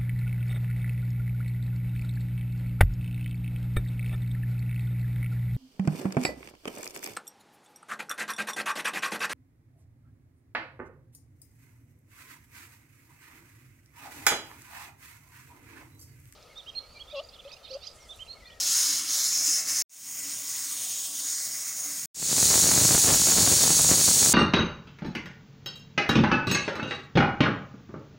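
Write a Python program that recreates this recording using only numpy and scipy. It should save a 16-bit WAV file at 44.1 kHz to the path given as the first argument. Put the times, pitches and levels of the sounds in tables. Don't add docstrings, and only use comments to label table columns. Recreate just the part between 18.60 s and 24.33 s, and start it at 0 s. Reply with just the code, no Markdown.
import sys
import numpy as np
from scipy import signal
from scipy.fft import rfft, irfft, next_fast_len
from scipy.io import wavfile
from scipy.ndimage import uniform_filter1d, map_coordinates

SR = 44100
rng = np.random.default_rng(int(sys.argv[2]) if len(sys.argv) > 2 else 0)


def int16_out(signal):
    q = np.round(np.clip(np.atleast_2d(signal).T, -1, 1) * 32767)
    wavfile.write(sys.argv[1], SR, q.astype(np.int16))


def how_loud(loudness_db):
    steps = np.asarray(loudness_db, float) / 20
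    return 10 ** steps


N = 252693

# start [s], end [s], fade-in origin [s], fade-in length [s].
SPELLS = [
    (0, 1.2225, -1, .3),
    (1.2945, 3.458, 1.277, .33),
    (3.5445, 6, 3.527, .33),
]


def unit(x):
    return x / np.sqrt(np.mean(x ** 2) + 1e-20)


def along(points, hz):
    f, v = np.transpose(points)
    return np.interp(np.log(hz + 1), np.log(f + 1), v)


def curves(rows, t):
    s, *cols = np.transpose(rows)
    return [np.interp(t, s, c) for c in cols]


def bumps(rows, t):
    return sum(db * np.exp(-((t - s) / half_s) ** 2) for s, db, half_s in rows)


def filtered(x, response):
    m = next_fast_len(N + SR // 2)
    return irfft(rfft(x, m) * response(np.fft.rfftfreq(m, 1 / SR)), m)[..., :N]


def shaped_noise(colour):
    return unit(filtered(rng.standard_normal(N), lambda f: how_loud(along(colour, f))))


def patches(shape, bins, frames):
    smooth_in_hz = uniform_filter1d(rng.standard_normal(shape), int(bins), 0)
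    return unit(uniform_filter1d(smooth_in_hz, int(frames), 1))


def wobble(rate_hz):
    knots = rng.standard_normal(int(N * rate_hz / SR) + 4)
    return map_coordinates(knots, [np.arange(N) * rate_hz / SR])


# rumble in dB, hum of the pot in dB, simmer in dB.
FLAME_LEVELS = [
    (-63.5, -62.5, -58.5),
    (-64.5, -66, -63),
]
# frequency in Hz, density in dB per Hz.
RUMBLE_COLOUR = [(20, -22), (50, -18), (100, 1), (220, 0), (350, -7.5), (430, -23.5)]
# frequency in Hz, density in dB per Hz.
SIMMER_COLOUR = [(300, -12.5), (410, -6.5), (560, 3.5), (740, 4.5), (880, -14), (1150, -26.5)]
# frequency in Hz, width in Hz.
POT_RESONANCE = (285, 41)
# time in s, level change in dB, half width in s.
FLARES_AND_SINKS = [
    (.09, 1.5, 0.08),
    (.19, -6, 0.025),
    (1.6, 0, .08),
    (2.8, -9, 0.045),
    (3.1, -2, .06),
    (3.45, 8.5, 0.04),
]
# time in s, level change in dB, half width in s.
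HUM_SWELLS = [
    (.19, -11, .04),
    (.3, 10, 0.055),
    (.44, 12.5, 0.067),
    (1.67, 8, .06),
    (2.14, 6, 0.051),
    (2.59, 8, .06),
    (3.28, 8, 0.061),
]


def flame():
    t = np.arange(N) / SR
    steady_db = np.where(t < SPELLS[1][0], *np.array(FLAME_LEVELS)[..., None])
    rumble_db = steady_db[0] + 1.7 * wobble(9) + bumps(FLARES_AND_SINKS, t)
    hum_db = steady_db[1] + 1 * wobble(9) + bumps(HUM_SWELLS, t)
    simmer_db = steady_db[2] + 1.5 * wobble(9)
    rumble = shaped_noise(RUMBLE_COLOUR)
    simmer = shaped_noise(SIMMER_COLOUR)
    c, w = POT_RESONANCE
    resonance = lambda f: (1j * f * w / (c * c - f * f + 1j * f * w)) ** 2
    hum = unit(filtered(rng.standard_normal(N), resonance))
    out = how_loud(rumble_db + 3) * rumble
    out += how_loud(simmer_db + 1.1 * wobble(14)) * simmer
    out += how_loud(hum_db - .7 + 2.6 * wobble(18)) * hum
    return out


# start in s, end in s, number of eddies.
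GUST_SPANS = [(3.75, 3.81, 3), (3.9, 4.005, 8), (4.04, 4.1, 5), (4.11, 4.26, 16), (4.3, 4.38, 11),
              (4.44, 4.47, 3), (4.47, 4.525, 14), (4.53, 4.555, 2), (4.67, 4.74, 5), (4.785, 4.95, 14),
              (5, 5.11, 8), (5.18, 5.22, 3), (5.295, 5.345, 10), (5.37, 5.42, 5), (5.48, 5.53, 2),
              (5.61, 5.68, 3)]


def gusts():
    slots = []
    for start, end, count in GUST_SPANS:
        slot_s = (end - start) / count
        slots += [(start + slot_s * k, slot_s) for k in range(count)]
    start_s, slot_s = np.transpose(slots)
    place, strength, side, duration = rng.random((len(slots), 4)).T
    peak_db = -21.5 + 7.5 * strength ** 1.8
    sign = side - .66
    length_ms = .08 * 34 ** duration
    return start_s + slot_s * place, peak_db, sign, length_ms


def eddies(s, size, length_ms, rise_ms):
    t_ms = np.arange(400) / SR * 1000
    decay = np.exp(-t_ms / length_ms[:, None]) + 1.2 * np.exp(-t_ms / .08)
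    pulse = (1 - np.exp(-t_ms / rise_ms)) * decay
    pulse = pulse * (size / pulse.max(1))[:, None]
    at = np.round(s * SR).astype(int)[:, None] + np.arange(len(t_ms)) - 5
    return np.bincount(at.ravel(), pulse.ravel(), N + SR)[:N]


# time in s, peak in dB, sign, length in ms.
STRONG_POPS = [(3.628, -16, -1, 1), (3.7152, -17, -1, 1), (3.7288, -14, -1, .7), (3.8285, -15, -1, 1.5),
               (3.9124, -15, -1, .12), (3.9414, -11, 1, .12), (3.9559, -15, -1, 1), (4.1167, -10, -1, .08),
               (4.1778, -14, -1, 1), (4.2912, -14, -1, .08), (4.309, -13, -1, .7), (4.3466, -13, -1, .45),
               (4.3508, -12, -1, .45), (4.4458, -14, 1, .45), (4.4903, -13, -1, .12), (4.504, -12, 1, .12),
               (4.5467, -14, -1, .12), (4.7214, -12, 1, .08), (4.7761, -14, -1, .08), (4.784, -14, 1, .45),
               (4.875, -13, -1, .45), (5.0381, -15, -1, .7), (5.1058, -15, -1, .7), (5.1944, -14, 1, .12),
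               (5.2473, -17, -1, 1), (5.2924, -15, 1, 3.2), (5.3145, -11, 1, 1.5), (5.4795, -16, -1, 1.5),
               (5.6294, -13, 1, .12), (5.6608, -13, 1, .12)]
# time in s, level in dB.
WEAK_LEVEL = [
    (3.55, -36.5),
    (3.8, -33.5),
    (4.2, -34),
    (4.5, -32),
    (5.3, -33),
    (5.5, -35.5),
    (5.7, -31.5),
]


def buffet():
    s, db, sign, length_ms = np.hstack([np.transpose(STRONG_POPS), gusts()])
    strong = eddies(s, np.sign(sign) * how_loud(db + 2), 1.1 * length_ms, rise_ms=.05)
    place, side, strength, duration, offset, crowd = rng.random((1400, 6)).T
    anywhere = SPELLS[2][0] + place * (N / SR - SPELLS[2][0])
    nearby = s[(place * len(s)).astype(int)] + .05 * (offset - .5)
    when = np.where(crowd < .25, nearby, anywhere)
    size = np.sign(side - .5) * np.minimum(how_loud(-3.5 * np.log(strength)), 2.6)
    weak_length_ms = .14 * np.exp(4.54 * duration)
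    weak = eddies(when, size * how_loud(curves(WEAK_LEVEL, when)[0]), weak_length_ms, rise_ms=.045)

    def port(hz):
        ratio = hz / 87
        leak = (1j * ratio) ** 3 / (1 + 1j * ratio - ratio ** 2) / (1 + 1j * ratio)
        mesh = 1j * hz / (40 + 1j * hz) / (1 + 1j * hz / 9000)
        return leak * mesh

    return filtered(strong + how_loud(2) * weak, port)


# time in s, level in dB.
JET_LEVEL = [
    [(0, -27.5), (.155, -23), (.33, -26.5), (.6, -26.5), (.94, -27), (1.2, -26)],
    [(1.32, -38), (1.54, -37), (1.85, -38.5), (1.97, -34.5), (2.33, -36), (2.7, -33.5), (2.9, -36),
     (3.04, -36), (3.445, -36)],
    [(3.57, -22.5), (4.1, -22), (5.715, -21.5)],
]
# frequency in Hz, density in dB per Hz.
JET_COLOUR = [
    [(500, -50), (900, -26), (1500, -19), (2800, -19), (4000, -14), (6000, -11.5), (8000, -14.5),
     (10000, -17.5), (12000, -22), (13800, -19.5), (15500, -16)],
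    [(500, -80), (900, -22.5), (1500, -19), (2800, -16.5), (4000, -17), (6000, -16), (8000, -12.5),
     (10000, -14), (12000, -23), (13800, -20), (15500, -14)],
    [(500, -36.5), (900, -31), (1500, -23.5), (2800, -18), (4000, -11.5), (6000, -7), (8000, -3.5),
     (10000, -7.5), (12000, -16), (13800, -24), (15500, -9.5)],
]
# frequency in Hz, width in Hz, dB over the colour.
CAP_RESONANCES = [
    [(2280, 380, 4.5), (5330, 800, 6.5), (6690, 1500, 11.5), (8920, 710, 4), (10960, 700, 9.5),
     (15300, 590, 0)],
    [(2150, 480, 1.5), (3200, 410, 3), (5450, 1060, 7), (6630, 1080, 12.0), (8850, 810, 7),
     (11400, 740, 5.5), (14560, 790, 7.5)],
    [(4300, 820, 6), (5680, 580, 4.5), (6590, 230, 8), (7130, 480, 5), (9840, 150, 1), (14200, 440, 11.5)],
]
# time in s, depth in dB, half width in s.
WEIGHT_CHOKES = [
    (.065, 2.5, .03),
    (.444, 8.5, 0.058),
    (.728, 3.5, .035),
    (1.043, 9.5, 0.032),
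    (2.5, 2.5, 0.081),
    (3.17, 1.5, .09),
]
# time in s, frequency in Hz, depth in dB.
LID_DIP = [(0, 1970, 3), (.45, 1650, 3), (.6, 2390, 4), (.8, 3560, 6), (1.2, 3570, 8.5), (1.35, 3380, 1),
           (1.57, 3770, 9.5), (1.75, 2880, 1.5), (2.05, 2530, 4.5), (2.3, 1940, 4.5), (2.55, 2200, 6.5),
           (2.8, 2800, 9.5), (3.1, 3200, 8), (3.45, 3200, 6.5), (3.6, 3500, 1), (5.7, 3500, 1)]
FIZZ_LAGS, BREATH_LAGS = [.1, .7, .3], [.47, .55, .99]


def jet():
    hz, t, z = signal.stft(rng.standard_normal(N), SR, nperseg=512)
    hz, field_db = hz[:, None], np.zeros(z.shape)
    core = ((hz > 4500) & (hz < 7600)).ravel()
    above = lambda edge_hz: 1 / (1 + (edge_hz / (hz + 1)) ** 14)
    dip_hz, dip_db = curves(LID_DIP, t)
    unrest = np.where(t < SPELLS[2][0], 1, .45)
    tremor_db = [.23 * unrest * np.interp(t, np.arange(N) / SR, wobble(12)) for _ in range(2)]

    spells = zip(SPELLS, JET_LEVEL, JET_COLOUR, CAP_RESONANCES, FIZZ_LAGS, BREATH_LAGS)
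    for (start, *_), rows, colour, cap, fizz_lag, breath_lag in spells:
        shape_db = along(colour, hz)
        shape_db = shape_db + sum(db / (1 + (2 * (hz - c) / w) ** 2) for c, w, db in cap)
        shape_db = shape_db - 10 * np.log10(np.sum(how_loud(2 * shape_db[core])) / len(hz))
        level_db = curves(rows, t)[0] - bumps(WEIGHT_CHOKES, t)
        during = (t > rows[0][0]) & (t < rows[-1][0])
        centred = lambda band_db: band_db - np.mean(band_db[during])
        fizz_db = centred(tremor_db[0] - fizz_lag * level_db)
        breath_db = centred(-breath_lag * level_db)
        edge_db = centred(tremor_db[1] - 2 * np.log2(dip_hz))
        aim_db = fizz_db * above(10300) + breath_db * (1 - above(4300))
        aim_db = aim_db + edge_db * (above(8300) - above(12400))
        now = t >= start - .03
        field_db[:, now] = (shape_db + level_db + aim_db)[:, now]

    field_db -= dip_db * np.exp(-(np.log((hz + 1) / dip_hz) / .26) ** 2)
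    boost_db = .57 * dip_db / (1 + (dip_hz / 2900) ** 9)
    field_db += boost_db * np.exp(-(np.log((hz + 1) / (1.7 * dip_hz)) / .16) ** 2)
    patch_db = .62 * patches(z.shape, 2, 60) + .92 * patches(z.shape, 11, 12) + patches(z.shape, 15, 40)
    field_db += unrest * patch_db - .3
    flutter = how_loud(.69 * wobble(40) + .44 * wobble(300))
    return flutter * signal.istft(z * how_loud(field_db), SR, nperseg=512)[1][:N]


def kitchen(x, wet_db, t60_s):
    t, out = np.arange(SR // 4) / SR, np.zeros(N)
    for start, *_ in SPELLS:
        tail = rng.standard_normal(len(t)) * how_loud(-60 * t / t60_s)
        wet = signal.fftconvolve(x, tail / np.linalg.norm(tail))[:N]
        first = round(start * SR)
        out[first:] = (x + how_loud(wet_db) * wet)[first:]
    return out / np.sqrt(1 + how_loud(2 * wet_db))


def scene():
    mono = kitchen(jet(), wet_db=-8.5, t60_s=.14) + flame() + buffet()
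    return np.tile(mono, (2, 1))


def dropouts(x, rarity, depth_db, below_hz):
    hz, t, z = signal.stft(x, SR, nperseg=1024)
    power = uniform_filter1d(uniform_filter1d(abs(z[0]) ** 2, size=4, axis=0), size=20, axis=1)
    level_db = 10 * np.log10(power + 1e-14)
    valley_db = uniform_filter1d(level_db, size=44, axis=0) - level_db
    odds = patches(level_db.shape, 5, 5) + .4 * np.clip(valley_db, -4, 4)
    muted = np.clip(9 * (odds - rarity), 0, 1) * (hz[:, None] < below_hz) * (t < SPELLS[2][0])
    return signal.istft(z * how_loud(-depth_db * muted), SR, nperseg=1024)[1][:, :N]


def top_cut(x):
    return signal.sosfilt(signal.butter(12, 16870, fs=SR, output="sos"), x)


def record(dry):
    t = np.arange(N) / SR
    gate = np.zeros(N)
    for start, end, origin, length in SPELLS:
        gate += (t >= start) * (t < end) * np.clip((t - origin) / length, 0, 1)
    kept = dropouts(dry, rarity=2.45, depth_db=20, below_hz=4300) * gate
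    band_limit = lambda hz: how_loud(-110 * np.clip((hz - 15870) / 190, 0, 1) ** 1.5)
    return top_cut(filtered(kept, band_limit))


dry = scene()
out = record(dry)
int16_out(out)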